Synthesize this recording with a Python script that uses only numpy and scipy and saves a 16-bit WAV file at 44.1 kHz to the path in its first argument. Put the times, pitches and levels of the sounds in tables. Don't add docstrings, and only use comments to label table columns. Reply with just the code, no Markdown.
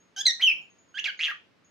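import sys
import numpy as np
from scipy import signal
from scipy.fft import rfft, irfft
from scipy.io import wavfile

SR = 44100
rng = np.random.default_rng(int(sys.argv[2]) if len(sys.argv) > 2 else 0)


def persist_wave(psi):
    counts = np.round(np.clip(psi, -1, 1) * 32767).astype(np.int16)
    wavfile.write(sys.argv[1], SR, np.atleast_2d(counts).T)


N = 74970
ATTACK_S, CUTOFF_HZ = 0.0018, 15700

# t/s, pitch/Hz, level/dB, overtones/dB, roughness/0-1
LEAD_IN = [(.162, 1606, -49.5, -2, 0.1), (.176, 1497, -44, -2, 0.13), (.192, 1611, -42.5, 0.5, 0.2),
           (.204, 1601, -47.5, 4, 0.02), (.213, 1682, -41.5, 7, .1), (.222, 1784, -48.5, 1.5, 0)]
CRACK = [(.253, 3933, -36, 0.047, 0.53), (.259, 4033, -14.5, 0.0053, 0.027), (.263, 4046, -16, 0, 0.37),
         (.269, 4220, -16, 0.0035, 0.074)]
SHRIEK = [(.266, 2147, -28, -1, 0.048), (.277, 2012, -28.5, -1.5, 0.026), (.285, 1915, -33, 1.5, 0.025),
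          (.292, 1872, -31.5, -7, 0.034), (.311, 1852, -34, 0, .06), (.319, 1810, -47, -15, 0.081)]
WHISTLE = [(.394, 1822, -45, 3.5, 0.9), (.408, 2060, -32, 6, 0.22), (.418, 2790, -33, 8, 0.99),
           (.425, 3253, -21.5, -6.5, 0.4), (.432, 3072, -17.5, -2, 0.058), (.441, 3095, -9, -14, 0.0066),
           (.460, 3041, -19.5, -5, 0.05), (.472, 2884, -20.5, 2.5, 0.032), (.481, 2660, -12.5, -8.5, 0.029),
           (.490, 2661, -14, -7.5, .04), (.503, 2547, -17, -4.5, 0.056), (.512, 2482, -31, -8, 0.089),
           (.524, 2217, -31.5, -1, 0.13)]
RISING_SQUAWK = [(.942, 1475, -45.5, -3, .1), (.955, 1561, -48.5, 11.5, 0.15), (.969, 1612, -44, 4, 0.19),
                 (.980, 1754, -33.5, 2, 0.18), (.984, 2388, -41, -4.5, 0.88),
                 (.993, 2860, -29.5, -14.5, 0.48), (.998, 3162, -38, 1.5, 0.43),
                 (1.003, 3103, -30, -23, 0.48)]
FALLING_SQUAWK = [(1.041, 3600, -25.5, -21.5, 1), (1.051, 2732, -32, -10, .75),
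                  (1.063, 2368, -24, -12.5, .6), (1.072, 2020, -35.5, 0.5, 0.64),
                  (1.081, 1671, -32, -2, 0.35), (1.097, 1495, -37, 6, 0.17), (1.106, 1468, -42.5, 13, 0.25)]
RATTLING_SQUAWK = [(1.191, 2006, -30, -0.5, .3), (1.200, 2211, -27, -6.5, 0.42),
                   (1.211, 2679, -22, -18, 0.46), (1.224, 2794, -32, -1, 0.52),
                   (1.233, 3121, -21, -24.5, .55), (1.251, 3150, -22.5, -14, .55),
                   (1.269, 2719, -23.5, -15, .5), (1.277, 2451, -29, -23, 0.65),
                   (1.284, 1699, -29.5, -8.5, 0.64), (1.298, 1605, -35.5, 0, .6),
                   (1.307, 1978, -29.5, -12, 0.54), (1.316, 1242, -32.5, -5, 0.32),
                   (1.326, 1117, -41, -1, 0.09)]
# f/Hz, gain/dB
CHIRP_THROAT = [(60, -20.5), (750, 4.5), (1000, -3.5), (1500, -2.5), (5900, 0.5), (6400, 2.5), (7100, -6),
                (8500, 1.5), (10300, -3), (12800, 6.5), (15000, -11)]
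SQUAWK_THROAT = [(60, -20), (750, -2.5), (1000, -10.5), (1600, -2), (2500, -2.5), (2780, 3), (3020, -3.5),
                 (3320, 3), (3650, -5), (4100, -0.5), (5800, -3), (6400, 3.5), (7800, -3.5), (10000, -9),
                 (12000, -8.5), (15500, -8)]


def from_db(db):
    return 10 ** (np.asarray(db) / 20)


def at_hz(points, hz, column=1):
    points = np.array(points)
    return np.interp(np.log(hz + 1), np.log(points[:, 0]), points[:, column])


def coloured(x, spectrum):
    return irfft(rfft(x) * from_db(at_hz(spectrum, np.fft.rfftfreq(N, 1 / SR))), N)


def coloured_noise(spectrum):
    x = coloured(rng.standard_normal(N), spectrum)
    return x / x.std()


def wide_noise(spectrum, side=.74):
    return coloured_noise(spectrum) + side * coloured_noise(spectrum) * np.array([[1], [-1]])


def wobble(hz, kind="low"):
    x = signal.sosfilt(signal.butter(2, hz, kind, fs=SR, output="sos"), rng.standard_normal(N))
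    return x / x.std()


def delayed(x, s):
    return irfft(rfft(x) * np.exp(-2j * np.pi * np.fft.rfftfreq(N, 1 / SR) * s), N)


def room_tone():
    # f/Hz, relative level/dB
    spectrum = [(25, -26), (50, -26), (90, -10.5), (185, -5), (500, -9.5), (750, -14.5), (1500, -14.5),
                (2400, -17), (5500, -27), (8500, -40), (15000, -49)]
    return from_db(-67) * wide_noise(spectrum)


def bell():
    # t/s, lower mode level/dB, upper mode level/dB
    taps = [(.001, -62.5, -74), (0.616, -82, -67.5), (.700, -62, -96), (.784, -63.5, -60.5),
            (.886, -64, -78), (1.175, -59.5, -77), (1.645, -63, -66.5)]
    # f/Hz, t60/s
    modes = [(6530, .36), (6831, .32)]
    out = np.zeros((2, N))
    for start, *levels_db in taps:
        age = np.maximum(np.arange(N) / SR - start, 0)
        for (hz, t60), db in zip(modes, levels_db):
            phases = rng.uniform(0, np.pi / 2, (2, 1))
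            envelope = np.minimum(age / ATTACK_S, 1) * np.exp(-np.log(1000) * age / t60)
            out += from_db(db) * envelope * np.sin(2 * np.pi * hz * age + phases)
    return out


def flutter(depth, span, centre_hz=414):
    return 1 + depth * wobble([centre_hz / 2, centre_hz * 2], "band")[span]


def call(contour, harmonics_db):
    # f/Hz, relative level/dB
    rasp_spectrum = [(100, -35.5), (800, -11), (1700, -1), (3200, -10), (5300, -8.5), (6400, -14.5),
                     (8000, -29.5), (10500, -34), (15500, -40.5)]
    pitch_flutter, level_flutter = 0.13, 0.28
    quaver_hz, quaver_depth = 150, 0.0076
    rasp_db, rasp_floor = -16, 0.0044
    release_s = 0.0013
    times, *columns = np.transpose(contour)
    span = np.arange(int(times[0] * SR), int(times[-1] * SR))
    t = span / SR
    pitch, level_db, overtones_db, rough = (np.interp(t, times, c) for c in columns)
    rattling, beats, bend = rattle(t)
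    shake = flutter(pitch_flutter * rough, span) + quaver_depth * wobble(quaver_hz)[span]
    phase = 2 * np.pi * np.cumsum(pitch * bend * shake) / SR
    tone = sum(from_db(db + overtones_db * (k > 1)) * np.sin(k * phase) * (k * pitch < CUTOFF_HZ)
               for k, db in enumerate(harmonics_db, 1))
    tone += hoarseness(t, phase)
    tone += rattling * undertone(bend * flutter(pitch_flutter * rough, span))
    tone = np.sqrt(2) * tone * flutter(level_flutter * rough, span)
    overtone_power = from_db(2 * overtones_db) * from_db(2 * np.array(harmonics_db[1:])).sum()
    rasp_gain = from_db(rasp_db) * np.sqrt(1 + overtone_power) * (rasp_floor + rough)
    rasp = rasp_gain * coloured_noise(rasp_spectrum)[span]
    ramp = np.clip(np.minimum((t - times[0]) / ATTACK_S, (times[-1] - t) / release_s), 0, 1)
    out = np.zeros(N)
    out[span] = (tone + rasp) * from_db(level_db) * beats * np.sin(np.pi / 2 * ramp) ** 2
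    return out


def hoarseness(t, phase):
    # t/s, half length/s, strength
    moments = [(.187, .017, 0.99)]
    half_tones = [-15, -18.5, -3, 1.5, -10]
    strength = sum(depth * np.exp(-((t - centre) / length) ** 2) for centre, length, depth in moments)
    return strength * sum(from_db(db) * np.sin((k + .5) * phase) for k, db in enumerate(half_tones))


def rustles():
    # t/s, half length/s, level/dB
    swells = [(.28, .04, -64.5), (.505, 0.038, -62.5), (0.596, .06, -64)]
    # f/Hz, relative level/dB
    spectrum = [(30, -25), (175, -3), (240, -8), (1000, -11.5), (3000, -40)]
    t = np.arange(N) / SR
    envelope = sum(from_db(db) * np.exp(-((t - centre) / length) ** 2) for centre, length, db in swells)
    return envelope * wide_noise(spectrum)


def sizzle(half_width_hz=480):
    # start t/s, end t/s, start f/Hz, end f/Hz, level/dB
    bands = [(.455, 0.511, 13250, 11600, -68.5), (.972, 1.003, 13500, 13600, -81.5),
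             (1.04, 1.104, 13500, 13200, -69.5), (1.255, 1.323, 13150, 11700, -68.5)]
    t, out = np.arange(N) / SR, 0
    for start, end, start_hz, end_hz, db in bands:
        along = np.clip((t - start) / (end - start), 0, 1)
        phase = 2 * np.pi * np.cumsum(start_hz + (end_hz - start_hz) * along) / SR
        hiss = wobble(half_width_hz) * np.sin(phase) + wobble(half_width_hz) * np.cos(phase)
        out = out + from_db(db) * 2 * np.sqrt(along * (1 - along)) * hiss
    return out


def rattle(t):
    start_s, end_s, fade_s = 1.192, 1.284, 0.0058
    beat_at_s, beats_per_s = 1.2362, 155
    depth = np.clip(np.minimum(t - start_s, end_s - t) / fade_s, 0, 1)
    turn = 2 * np.pi * beats_per_s * (t - beat_at_s)
    gain = 1 - .92 * depth * np.sin(turn / 2) ** 2
    bend = 1 + .09 * depth * np.sin(turn)
    return depth, gain, bend


def undertone(bend, centre_hz=2134):
    phase = 2 * np.pi * np.cumsum(centre_hz * bend) / SR
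    return from_db(-11.5) * (np.sin(phase) + from_db(-16.5) * np.sin(2 * phase))


def parrot(left_lag_s=.000015):
    # contour, throat, pan right/dB, wall echo delay/s, wall echo gain, levels of harmonics 1, 2, ../dB
    phrase = [ (LEAD_IN, CHIRP_THROAT, .7, 0.0014, .2, [2.5, 8.5, -4.5, 2.5, -21, -19.5, -27, -28]),
              (CRACK, CHIRP_THROAT, 0.93, 0.0063, 0.17, [0, -26, -42.5]),
              (SHRIEK, CHIRP_THROAT, 0.78, .00203, 0.17, [0.5, 11.5, 1.5, -12.5, -23.5, -29.5]),
              (WHISTLE, CHIRP_THROAT, 0.83, 0.0021, 0.34, [-0.5, -23, -49.5, -40, -46.5]),
              (RISING_SQUAWK, SQUAWK_THROAT, 2.6, .00181, 0.05, [3.5, -4.5, -23, -27, -37, -46]),
              (FALLING_SQUAWK, SQUAWK_THROAT, 1.6, 0.0013, 0.22, [0.5, -4.5, -19, -34]),
              (RATTLING_SQUAWK, SQUAWK_THROAT, 1.2, 0.0016, 0.12, [0, -8, -20.5, -33, -39, -56])]
    voice = direct = sizzle()
    for contour, throat, pan_db, echo_s, echo_gain, harmonics_db in phrase:
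        note = coloured(call(contour, harmonics_db), throat)
        note = note + echo_gain * delayed(note, echo_s)
        voice = voice + note
        left = from_db(-pan_db) * delayed(note, left_lag_s)
        direct = direct + np.array([left, from_db(pan_db) * note])
    return voice, direct


def early_reflections(voice):
    # left delay/s, right delay/s, gain
    paths = [(.0031, 0.0041, 0.18), (.0074, .0066, 0.17), (0.0096, 0.011, .1)]
    return sum(gain * np.array([delayed(voice, left), delayed(voice, right)])
               for left, right, gain in paths)


def reverberation(voice, gap_s=0.0032, build_s=0.002):
    # f/Hz, level/dB, t60/s
    tail = [(301.3, -7.5, .5), (1497, -3.5, 0.19), (2640, -4, 0.29), (4000, -8.5, 0.32), (6150, -6.5, 0.31),
            (13000, -9.5, 0.18)]
    t, hz = np.arange(SR) / SR, np.fft.rfftfreq(SR, 1 / SR)
    white, response = rfft(rng.standard_normal((2, SR))), 0
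    onset = np.clip((t - gap_s) / build_s, 0, 1)
    edges_hz = np.geomspace(200, 16000, 14)
    for low, high in zip(edges_hz, edges_hz[1:]):
        centre = np.sqrt(low * high)
        fade = onset * np.exp(-np.log(1000) * t / at_hz(tail, centre, column=2))
        band = irfft(white * (hz >= low) * (hz < high), SR)
        response = response + from_db(at_hz(tail, centre)) * fade / np.linalg.norm(fade) * band
    return signal.fftconvolve(voice[None], response, axes=1)[:, :N]


def scene():
    voice, direct = parrot()
    return direct + early_reflections(voice) + reverberation(voice) + bell() + room_tone() + rustles()


def record(dry):
    return signal.sosfilt(signal.ellip(10, .1, 80, CUTOFF_HZ, fs=SR, output="sos"), dry)


dry = scene()
out = record(dry)
persist_wave(out)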